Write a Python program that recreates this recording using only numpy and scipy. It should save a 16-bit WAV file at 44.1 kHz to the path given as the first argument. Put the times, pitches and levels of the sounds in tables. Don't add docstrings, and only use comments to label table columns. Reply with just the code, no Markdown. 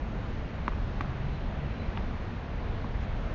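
import sys
import numpy as np
from scipy import signal
from scipy.fft import rfft, irfft
from scipy.io import wavfile
from scipy.ndimage import uniform_filter1d

SR = 44100
rng = np.random.default_rng(int(sys.argv[2]) if len(sys.argv) > 2 else 0)


def log_audio(samples):
    frames = np.atleast_2d(samples).T
    limited = np.clip(frames, -1, 1)
    pcm = np.round(limited * 32767).astype(np.int16)
    wavfile.write(sys.argv[1], SR, pcm)


def volts_from_db(level):
    exponent = np.asarray(level, float) / 20
    return 10 ** exponent


N = 147294


def col(table, k, t):
    table = np.array(table, float)
    return np.interp(t, table[:, 0], table[:, k])


def unit(x):
    return x / np.sqrt(np.mean(x ** 2))


def band(x, hz, width_hz):
    return signal.lfilter(*signal.iirpeak(hz, hz / width_hz, fs=SR), x)


def lowpass(x, order, hz):
    return signal.lfilter(*signal.butter(order, hz, fs=SR), x)


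def walk(rate_hz):
    k = int(SR / rate_hz)
    held = np.repeat(rng.standard_normal(N // k + 1), k)
    return unit(uniform_filter1d(uniform_filter1d(held, k), k)[:N])


def burst(t, start_s, length_s):
    return np.sin(np.pi * np.clip((t - start_s) / length_s, 0, 1))


def fall(t, t60_s):
    return np.exp(-np.log(1000) * t / t60_s)


def town(t):
    # f/Hz, relative density/dB per Hz
    colour = np.array([(12, -39), (20, -1), (37, 1.5), (76, -3.5), (108, -7.5), (138, -10.5), (177, -13),
                       (216, -13.5), (313, -20.5), (400, -22.5), (650, -23.5), (1000, -27), (1650, -31.5),
                       (2500, -36), (3300, -41), (4200, -45), (4900, -51.5), (6000, -55), (7000, -60.5),
                       (9000, -55)], float)
    # t/s, relative level/dB of bands centred below 150 Hz, above 150 Hz
    swell = [(0, -1, 0.5), (.4, -0.5, 1), (.8, 0, 1), (1.2, -2, 1.5), (1.6, -1.5, 1), (2.0, 1.5, 2),
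             (2.4, -2.5, 0.5), (2.8, 0.5, 1.5), (3.34, 2.5, 1.5)]
    f = np.maximum(np.fft.rfftfreq(N, 1 / SR), 1)
    density_db = np.interp(np.log(f), np.log(colour[:, 0]), colour[:, 1])
    spectrum = rfft(rng.standard_normal(N)) * volts_from_db(density_db)
    place = np.clip(2 * np.log2(f / 20), -2, 18)
    out = 0
    for k in range(-2, 19):
        part = irfft(spectrum * np.clip(1 - np.abs(place - k), 0, 1), N)
        swell_db = col(swell, 1 if k < 6 else 2, t)
        out = out + part * volts_from_db(swell_db + 0.85 * walk(6.3))
    return volts_from_db(-32.5) * unit(out)


def engine(t):
    # t/s, mean cycle f/Hz, 2nd order mean level/dB rms, 3rd order mean level/dB rms
    orders = [(.8, 62.25, -49, -61), (.95, 62.93, -41, -60), (1.35, 68, -40, -55.5),
              (1.5, 68.5, -62.5, -47.5), (1.63, 69.5, -36, -49.5), (1.75, 71.03, -61, -49),
              (2.05, 76, -64, -54.5), (2.2, 77, -64, -63)]
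    cycle_hz = col(orders, 1, t) * (1 + 0.0063 * walk(11))
    phase = 2 * np.pi * np.cumsum(cycle_hz) / SR
    out = 0
    for k in (2, 3):
        peak_db = col(orders, k, t) + 3 + 1.5 * walk(10)
        out = out + volts_from_db(peak_db) * np.sin(k * phase)
    return out * (t > .8) * (t < 2.2)


def bird(t):
    # t/s, mean f/Hz, mean peak level/dB
    whistle = [(0, 6450, -77), (.04, 6470, -86), (.08, 6500, -79), (.15, 6480, -82), (.19, 6550, -92),
               (.22, 6720, -77), (.235, 6820, -86), (.25, 6900, -77), (.295, 6900, -75), (.304, 6800, -84),
               (.312, 6700, -75), (.322, 6500, -86), (.335, 6280, -74), (.355, 6000, -75), (.37, 5900, -98),
               (.375, 6800, -98), (.385, 6680, -74), (.4, 6600, -92), (.42, 6850, -90), (.43, 6780, -78),
               (.445, 6700, -98), (.545, 6850, -98), (.56, 6760, -73), (.58, 6680, -100)]
    phase = 2 * np.pi * np.cumsum(col(whistle, 1, t) + 30 * walk(90)) / SR
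    level_db = col(whistle, 2, t) + 3 * walk(60)
    return volts_from_db(level_db) * np.sin(phase) * (t < whistle[-1][0])


def squeals(t):
    # start t/s, length/s, mean f/Hz, peak level before flutter/dB
    tones = [(1.235, .065, 3970, -65.5), (1.31, .09, 3975, -66), (1.7, .12, 3975, -64.5),
             (1.79, .095, 3980, -64.5)]
    waver = np.cumsum(walk(120)) / SR
    flutter = volts_from_db(3 * walk(110))
    out = 0
    for start_s, length_s, hz, db in tones:
        tone = np.sin(2 * np.pi * (hz * t + 25 * waver))
        out = out + volts_from_db(db) * burst(t, start_s, length_s) ** .5 * tone
    return flutter * out


def slides(t):
    # start t/s, length/s, level at the crest/dB rms
    scrapes = [(2.996, 0.063, -55)]
    grains = rng.standard_normal(N) * volts_from_db(1.3 * walk(400))
    grit = unit(band(grains, 1800, 880))
    return grit * sum(volts_from_db(db) * burst(t, start_s, length_s) for start_s, length_s, db in scrapes)


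def blow(t, at_s, snap_hz, cycles, speedup, sustain, ring_db, thump_db):
    # f/Hz, level/dB re ring, t60/s at sustain 1
    modes = [(960, -3, .021), (1136, -5.5, .017)]
    spring_s, thump_hz, thump_t60_s, snap_top_hz = .05e-3, 235, .04, 4600
    contact_s = cycles / snap_hz
    p = np.clip((t - at_s) / contact_s, 0, 1)
    envelope = np.abs(np.sin(np.pi * p ** 1.35)) ** .5 * (p < 1)
    snap = np.sin(2 * np.pi * cycles * p ** speedup) * envelope
    u = np.maximum(t - at_s - contact_s - spring_s, 0)
    ring = sum(volts_from_db(db) * np.sin(2 * np.pi * hz * u) * fall(u, t60_s * sustain) for hz, db, t60_s in modes)
    thump = -np.sin(2 * np.pi * thump_hz * u) * fall(u, thump_t60_s)
    return lowpass(snap + volts_from_db(ring_db) * ring + volts_from_db(thump_db) * thump, 2, snap_top_hz)


def court(tail):
    hiss = rng.standard_normal(len(tail))
    noise = unit(band(band(hiss, 1200, 1600.), 1200, 1600.))
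    decay = volts_from_db(-37.5) * fall(tail, 0.11) + volts_from_db(-25) * fall(tail, .055)
    return noise * np.minimum(tail / 0.0049, 1) * decay


def spit(tail):
    return unit(band(rng.standard_normal(len(tail)), 4000, 8800)) * fall(tail, 0.026)


def knocks(t):
    knock_s = [.67951, 1.00825, 1.9737, 2.84387]
    strikes = [(-14.7, 1300, 1.0, 1.5, .9, -2.3, -10.5, -42), (-18, 1380, 1.1, 1.15, .32, -4.5, -6, -29),
               (-26, 2690, 2.13, .9, 1.1, -1.5, -3.5, -34), (-30.3, 1030, .99, 1.07, 1.9, -2.7, 0, -32)]
    # near lag/ms, near level/dB, near low-pass f/Hz, nearest wall lag/ms
    echoes = [(8.76, -18, 1800, 41), (2.51, -3.5, 5000, 38), (2.36, -8, 2600, 21), (3.65, -10, 2000, 42)]
    # lag after the nearest wall/ms, level before band-pass/dB
    walls = [(0, -14), (13, -19), (64, -20)]
    out, tail = np.zeros(N), t[:SR // 2]
    for s, strike, echo in zip(knock_s, strikes, echoes):
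        db, *ball, grit_db = strike
        lag_ms, echo_db, echo_hz, wall_ms = echo
        near_echo = lowpass(blow(t, s + lag_ms / 1000, *ball), 2, echo_hz)
        near = blow(t, s, *ball) + volts_from_db(echo_db) * near_echo
        returns = sum(volts_from_db(wall_db) * blow(t, s + (wall_ms + ms) / 1000, *ball) for ms, wall_db in walls)
        far = band(returns, 1100., 1400.)
        k = int(s * SR)
        near[k:k + len(tail)] += (court(tail) + volts_from_db(grit_db) * spit(tail))[:N - k]
        out += volts_from_db(db) * (near + far)
    return lowpass(out, 3, 6200)


def scene():
    t = np.arange(N) / SR
    background = town(t) + engine(t) + bird(t) + squeals(t)
    return (background + slides(t) + knocks(t))[None]


def top_cut(x):
    return signal.sosfilt(signal.butter(12, 7610, fs=SR, output="sos"), x)


def record(dry):
    steep = signal.cheby2(14, 35, 7350, fs=SR, output="sos")
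    mix = signal.sosfilt(steep, dry)
    return top_cut(mix)


dry = scene()
out = record(dry)
log_audio(out)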